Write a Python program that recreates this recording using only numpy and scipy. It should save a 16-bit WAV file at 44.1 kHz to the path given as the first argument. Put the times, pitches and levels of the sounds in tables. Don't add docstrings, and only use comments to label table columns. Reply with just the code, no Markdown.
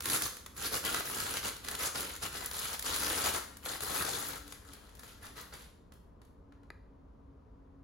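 import sys
import numpy as np
from scipy import signal
from scipy.fft import rfft, irfft
from scipy.io import wavfile
from scipy.ndimage import uniform_filter1d

SR = 44100
rng = np.random.default_rng(int(sys.argv[2]) if len(sys.argv) > 2 else 0)


def to_wav(sig):
    pcm = np.clip(np.atleast_2d(sig), -1, 1) * 32767
    pcm = np.round(pcm).astype(np.int16)
    wavfile.write(sys.argv[1], SR, pcm.T)


N = 345303
TIME = np.arange(N) / SR
BAND_EDGES = np.geomspace(120, 17000, 16)

# start_s, length_s, crackle_db (before layer trims), swell_db (rise over the pull),
# rub_db (sleeve relative to crackle)
PULLS = [(0.045, 0.11, -37, 13, -5), (0.22, 0.045, -39.5, 0, -5), (0.575, 0.092, -41.5, 10, -5),
         (0.728, 0.047, -37, 0, -5), (0.852, 0.15, -38.5, -3, -2.5), (1.062, 0.32, -41, 1, -3.5),
         (1.435, 0.05, -39.5, 2, -3), (1.645, 0.11, -49.5, 7, -0.5), (1.8, 0.07, -35.5, 0, -5.5),
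         (1.955, 0.2, -44, -10, -3), (2.232, 0.033, -40, 0, -4), (2.33, 0.14, -45.5, 2, -3),
         (2.535, 0.21, -42.5, 4, -5.3), (2.858, 0.37, -37, 1, -3.5), (3.245, 0.052, -34, 1, -2),
         (3.345, 0.028, -37.5, -3, -0.7), (3.655, 0.105, -42, -1, -2), (3.825, 0.2, -38.5, 4, -2.5),
         (4.05, 0.32, -43, -8, -3.6), (4.47, 0.08, -57, 0.5, -3.5), (4.649, 0.094, -62, 2.5, 0.5),
         (5.035, 0.09, -60, -3.5, -6), (5.227, 0.04, -54, 0, 2), (5.372, 0.035, -52, 0, -0.5),
         (5.535, 0.014, -51.5, 0, 2.5), (5.595, 0.046, -61, 0.5, -4)]
# time_s, billow_db (air flutter, before trim), brightness_db_per_octave (of the creases)
SHEET_HOLD = [(0, 4, 0.5), (1.3, -0.5, -1), (2.3, 0, -2), (3.3, -3, 0), (3.75, -1.5, 1.5), (4.3, 0.5, 0.5),
              (4.8, -1, -2.8)]
# start_s, level_db (dry, over 5 ms), brightness_db_per_octave
SNAPS = [(0.0052, -36.5, -0.5), (0.022, -41, 1.5), (0.0558, -30, 1), (0.0988, -29, 1), (0.16, -30.5, 3),
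         (0.2204, -30, 2), (0.2672, -39, 11), (0.368, -44.5, 0), (0.4615, -42, -1.5), (0.5644, -48, 1),
         (0.7427, -35, -2.5), (0.8496, -32.5, 3), (0.9443, -28, -2.5), (1.0054, -34, -5),
         (1.2022, -33.5, 0.5), (1.3697, -33, -1.5), (1.565, -44.5, -1), (1.6466, -41, -1),
         (1.6846, -32.5, -0.5), (1.7111, -38, 5.5), (1.7506, -35.5, -0.5), (2.0061, -35, 3),
         (2.1625, -42, 2), (2.4588, -31.5, 8), (2.512, -37.5, -1.5), (2.5944, -35, 6.5), (2.7933, -33.5, 3),
         (2.8241, -35.5, 1.5), (2.961, -31, 1.5), (3.032, -36, 11), (3.569, -46.5, 2.5), (3.6597, -37, -3),
         (3.8054, -37, -1), (3.961, -34.5, -3.5), (4.284, -33, 18), (4.4775, -50, 1), (4.5227, -42.5, -1),
         (4.733, -47, 1), (4.8915, -58, -4), (4.951, -54, 2), (4.993, -48, 1), (5.0327, -49.5, -3.5),
         (5.37, -52, -0.5), (5.412, -46.5, 9), (5.921, -55.5, -3), (5.937, -62, 6), (6.2162, -60.5, -3.5),
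         (6.25, -67, 1), (6.5219, -59, -8), (6.6323, -65.5, -6)]
# start_s, level_db (drive into its modes)
CLICK_CONTACTS = [(6.7033, -35), (6.7058, -43)]
# pitch_hz, level_db (relative), t60_s
FITTING_MODES = [(347, -15.5, 0.036), (606, -7.5, .02), (958, -11, 0.027), (1244, -10.5, 0.023),
                 (1790, 1, 0.011), (2430, -4.5, 0.0065), (3800, -11, .006), (4700, -10.5, 0.0054),
                 (6900, -18.5, .005), (10800, -12, 0.0018)]
# time_s, left_minus_right_db
STEREO_POSITION = [(0, -2), (2, -1), (4.2, 1.3), (5.5, -1)]

# (relative, per Hz)
CRACKLE_COLOUR = [(200, -22), (900, -8), (2000, -4.5), (3200, -1), (4500, 0), (5500, -3.5), (7200, 0),
                  (11800, 0), (14000, -2.5), (16000, -11)]
# (relative, per Hz)
SLEEVE_COLOUR = [(150, -18), (300, -15), (470, 0.5), (620, -3.5), (800, -1), (1000, -2.5), (1350, 1.5),
                 (1850, -4), (2500, -15), (4000, -17), (9000, -35.5)]
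# (relative, per Hz)
FLUTTER_COLOUR = [(30, -19), (55, -8), (75, -1), (120, -6), (180, -7), (280, -6), (450, -8), (900, -30)]
# (relative, per Hz)
RUMBLE_COLOUR = [(15, -44), (25, -16.5), (37, -13.5), (59, -3), (88, -10.5), (131, -17.5), (243, -17),
                 (278, -18.5), (318, -25), (462, -21), (515, -25), (856, -30.5), (1000, -28.5), (2020, -48),
                 (15000, -69.5)]

# time_s, pitch_hz (before wavering)
HUM_PITCH = [(6.5, 286.5), (7.1, 276)]
# start_s, length_s, level_db (before wavering and stereo weights)
HUM_SWELLS = [(3.45, 1.2, -64), (6.501, 0.17, -64.5), (7.002, 0.41, -64), (7.699, 0.13, -62.5)]
# frequency_hz, t60_s
ROOM_DECAY = [(200, .5), (1000, 0.54), (4000, 0.57), (8000, 0.51), (15000, 0.42)]
# frequency_hz, likeness (no unit, limited to +-0.99 in use)
STEREO_LIKENESS = [(50, 1), (420, 0.63), (600, 0.14), (780, -0.44), (1200, 0.42), (2050, 0.7), (2650, 0.01),
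                   (4800, .5), (6800, 0.48), (8400, -1.01), (10300, 0.68), (11400, 1.2), (12800, -0.87),
                   (13800, -1.53), (15200, 1.7)]
# frequency_hz, left_minus_right_db
STEREO_BALANCE = [(100, 1.5), (430, 0), (950, 6), (1400, 3), (2300, -2), (3200, 4), (4500, 5), (6000, 1.5),
                  (8500, 0.5)]

GRIP_DB_PER_S, LET_GO_DB_PER_S = 700, 500
SETTLE_DB, SETTLE_DB_PER_S = -19, 85
JERK_DB, JERKS_PER_S = 1.0, 28
STIR_CRACKLE_DB, STIR_RUB_DB, PUT_DOWN_S = -70, -65.5, 5.63
SNAP_HALF_RUN_S = 0.0036
RUMBLE_DB = -56.5
HUM_QUIET_DB, HUM_FADE_DB_PER_S = -76.5, 61
CUTOFF_HZ = 15900


def from_db(db):
    return 10 ** (np.asarray(db) / 20)


def rms_one(x):
    return x / np.sqrt(np.mean(x ** 2) + 1e-20)


def in_time(rows):
    times, *columns = np.transpose(rows)
    return [np.interp(TIME, times, column) for column in columns]


def at_hz(points, hz):
    table_hz, values = np.transpose(points)
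    return np.interp(np.log(hz + 1), np.log(table_hz), values)


def drift(rate):
    knots = rng.standard_normal(N // 20)
    return rms_one(np.interp(TIME * rate, np.arange(len(knots)), knots))


def held_db(start, length, attack_db_per_s, release_db_per_s):
    before_db = attack_db_per_s * np.maximum(start - TIME, 0)
    after_db = release_db_per_s * np.maximum(TIME - start - length, 0)
    return -np.minimum(before_db + after_db, 200)


def response(gain_at, size=4096):
    hz = np.arange(size // 2 + 1) * SR / size
    cepstrum = irfft(np.log(gain_at(hz) + 1e-9))
    cepstrum[1:size // 2] *= 2
    cepstrum[size // 2 + 1:] = 0
    return irfft(np.exp(rfft(cepstrum)))


def through(x, impulse):
    return signal.oaconvolve(np.atleast_2d(x), np.atleast_2d(impulse), axes=-1)[:, :N]


def coloured(x, spectrum):
    impulse = response(lambda hz: from_db(at_hz(spectrum, hz)))
    return through(x, impulse / np.linalg.norm(impulse))


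def bands():
    edges = zip(BAND_EDGES, BAND_EDGES[1:])
    return [(np.sqrt(low * high), signal.butter(2, [low, high], "band", fs=SR, output="sos"))
            for low, high in edges]


def handling():
    in_hand_db = held_db(0, PUT_DOWN_S, GRIP_DB_PER_S, LET_GO_DB_PER_S)
    crackle_db = STIR_CRACKLE_DB + in_hand_db
    rub_db = STIR_RUB_DB + in_hand_db
    for start, length, db, swell_db, relative_rub_db in PULLS:
        progress = np.clip((TIME - start) / length, 0, 1)
        pull_db = held_db(start, length, GRIP_DB_PER_S, LET_GO_DB_PER_S)
        settle_db = SETTLE_DB + held_db(start, length, GRIP_DB_PER_S, SETTLE_DB_PER_S)
        level_db = db + swell_db * (progress - .5) + np.maximum(pull_db, settle_db)
        crackle_db = np.maximum(crackle_db, level_db)
        rub_db = np.maximum(rub_db, level_db + relative_rub_db)
    jerks_db = JERK_DB * drift(JERKS_PER_S)
    return crackle_db + jerks_db, rub_db + jerks_db


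def swarm(per_s, spread_db, clump_db, clumps_per_s, even_s):
    sizes_db = spread_db * np.minimum(rng.exponential(1, N), 6) + clump_db * drift(clumps_per_s)
    clicks = from_db(sizes_db) * (rng.random(N) < per_s / SR)
    running_power = uniform_filter1d(clicks ** 2, int(even_s * SR) + 1)
    return clicks / np.sqrt(np.abs(running_power) + 1e-6)


def facets(clicks, colour_db, patchy_db, tilt_db=0):
    at, out = np.flatnonzero(clicks), 0
    for hz, band in bands():
        kicks = np.full((2, N), 1e-18)
        own_db = colour_db * rng.standard_normal(len(at)) + patchy_db * drift(30)[at]
        own_colour = rms_one(from_db(own_db))
        kicks[:, at] = clicks[at] * own_colour * rng.choice([-1, 1], (2, len(at)))
        brightness = from_db(tilt_db * np.log2(hz / 7000))
        out = out + signal.sosfilt(band, kicks) * brightness
    return out


def taut_facets(clicks, t60, order=768):
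    at, t, out = np.flatnonzero(clicks), TIME[:order], np.zeros((2, N + order))
    for start, (pitch, *phase) in zip(at, rng.random((len(at), 3))):
        hz = 900 + 13000 * pitch ** 1.3
        ping = np.sin(2 * np.pi * (hz * t + np.array(phase)[:, None]))
        ping = ping * from_db(-60 * t / t60)
        out[:, start:start + order] += clicks[start] * ping / np.linalg.norm(ping, axis=1, keepdims=True)
    return out[:, :N]


def crackle(crackle_db, bright_db):
    per_s = 1200 + 2200 * from_db(.6 * (crackle_db + 40))
    fine = swarm(per_s, spread_db=1.5, clump_db=2.0, clumps_per_s=300, even_s=0.046)
    folds = swarm(per_s / 30, spread_db=0.5, clump_db=6.0, clumps_per_s=18, even_s=0.072)
    creases = facets(fine + from_db(-8.0) * folds, colour_db=4.5, patchy_db=2.0, tilt_db=bright_db)
    taut = swarm(per_s / 12, spread_db=3.0, clump_db=1.5, clumps_per_s=60, even_s=0.11)
    pings = taut_facets(taut, t60=0.024)
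    fibres = from_db(-15.0) * rng.standard_normal((2, N))
    mix = creases + from_db(-7.5) * pings + fibres
    return from_db(crackle_db - 1.2) * coloured(mix, CRACKLE_COLOUR)


def sleeve(rub_db, billow_db):
    catches = swarm(1500, spread_db=2.0, clump_db=2.5, clumps_per_s=120, even_s=0.064)
    slips = facets(catches, colour_db=3.0, patchy_db=2.0)
    air = from_db(billow_db - 5) * coloured(rng.standard_normal((2, N)), FLUTTER_COLOUR)
    return from_db(rub_db - 1.5) * (coloured(slips, SLEEVE_COLOUR) + air)


def background():
    rumble = from_db(RUMBLE_DB) * coloured(rng.standard_normal((2, N)), RUMBLE_COLOUR)
    hz, = in_time(HUM_PITCH)
    swells_db = [db + held_db(start, length, HUM_FADE_DB_PER_S, HUM_FADE_DB_PER_S)
                 for start, length, db in HUM_SWELLS]
    hum_db = np.maximum(HUM_QUIET_DB, np.max(swells_db, axis=0))
    phase = 2 * np.pi * np.cumsum(hz + 2.57 * drift(12)) / SR
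    hum = from_db(hum_db + 3.0 * drift(13)) * np.sin(phase)
    return rumble + hum * np.array([[1.3], [.3]])


def snaps(shake_db, evenness, lead_s=.002, size=40, order=1024):
    out = np.zeros((2, N + 2 * order))
    chances = rng.random((len(SNAPS), size))
    kicks = rng.choice([-1, 1], (len(SNAPS), 2, size))
    paper = lambda hz: from_db(at_hz(CRACKLE_COLOUR, hz)) + from_db(at_hz(SLEEVE_COLOUR, hz) + shake_db)
    for (s, db, tilt_db), chance, kick in zip(SNAPS, chances, kicks):
        progress = (np.arange(size) + chance) / size
        delay_s = lead_s + (progress + progress ** 4) * SNAP_HALF_RUN_S
        burst = np.zeros((2, order))
        at = np.clip(delay_s * SR, 0, order - 1).astype(int)
        burst[:, at] = kick * np.sqrt(np.sin(np.pi * progress))
        spectrum = rfft(burst)
        burst = irfft(spectrum / (np.abs(spectrum) + 1e-9) ** min(evenness, 1))
        tilt = lambda hz: from_db(tilt_db * np.log2(np.maximum(hz, 1000) / 4000))
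        sound = through(burst, response(lambda hz: paper(hz) * tilt(hz), size=order))
        sound = sound * np.sqrt(.005 * SR / np.sum(sound ** 2, axis=1, keepdims=True))
        start = max(int((s - lead_s) * SR), 0)
        out[:, start:start + sound.shape[1]] += from_db(db) * sound
    return out[:, :N]


def fitting():
    clicks, out = np.full(N, 1e-18), 0
    for s, db in CLICK_CONTACTS:
        clicks[int(s * SR)] = from_db(db)
    for k, (hz, db, t60) in enumerate(FITTING_MODES):
        radius = from_db(-60 / (t60 * SR))
        angle = 2 * np.pi * hz / SR
        feedback = [1, -2 * radius * np.cos(angle), radius * radius]
        ringing = signal.lfilter([0, np.sin(angle)], feedback, clicks)
        out = out + (-1) ** k * from_db(db) * ringing
    return out * np.array([[1], [.4]])


def room(x, first_echo_s):
    t, tail = TIME[:SR * 2 // 3], 0
    for hz, band in bands():
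        fade = from_db(-60 * t / at_hz(ROOM_DECAY, hz))
        tail = tail + signal.sosfilt(band, rng.standard_normal((2, len(t)))) * fade
    tail = tail * np.clip(t / first_echo_s - 1, 0, 1)
    return through(x, tail / np.linalg.norm(tail, axis=1, keepdims=True))


def moving_room(x, moves_per_s, count=5):
    turns = moves_per_s * TIME - np.arange(count)[:, None] / count
    weights = np.maximum(np.cos(2 * np.pi * turns), 0)
    weights = weights / np.linalg.norm(weights, axis=0)
    return sum(room(x * weight, first_echo_s=0.0015) for weight in weights)


def stereo_image(field):
    alike = lambda hz: np.clip(at_hz(STEREO_LIKENESS, hz), -.99, .99)
    mid = through(field[0], response(lambda hz: np.sqrt((1 + alike(hz)) / 2)))
    side = through(field[1], response(lambda hz: np.sqrt((1 - alike(hz)) / 2)))
    left = through(mid + side, response(lambda hz: from_db(at_hz(STEREO_BALANCE, hz) / 2)))
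    right = through(mid - side, response(lambda hz: from_db(-at_hz(STEREO_BALANCE, hz) / 2)))
    return np.vstack([left, right])


def scene():
    crackle_db, rub_db = handling()
    billow_db, bright_db = in_time(SHEET_HOLD)
    paper = crackle(crackle_db, bright_db) + sleeve(rub_db, billow_db) + snaps(shake_db=-2.5, evenness=0.39)
    click = fitting()
    wet = from_db(np.interp(TIME, [4.3, 4.8], [-5.5, -2]))
    echoes = moving_room(wet * paper + from_db(-11.5) * click, moves_per_s=1.4)
    stereo = stereo_image(paper + click + echoes + background())
    left_minus_right_db, = in_time(STEREO_POSITION)
    return stereo * from_db(left_minus_right_db * np.array([[.5], [-.5]]))


def record(dry, top=0.2):
    rounded = top * np.tanh(dry / top)
    lowpass = signal.ellip(10, .1, 70, CUTOFF_HZ, fs=SR, output="sos")
    return signal.sosfilt(lowpass, rounded)


dry = scene()
out = record(dry)
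to_wav(out)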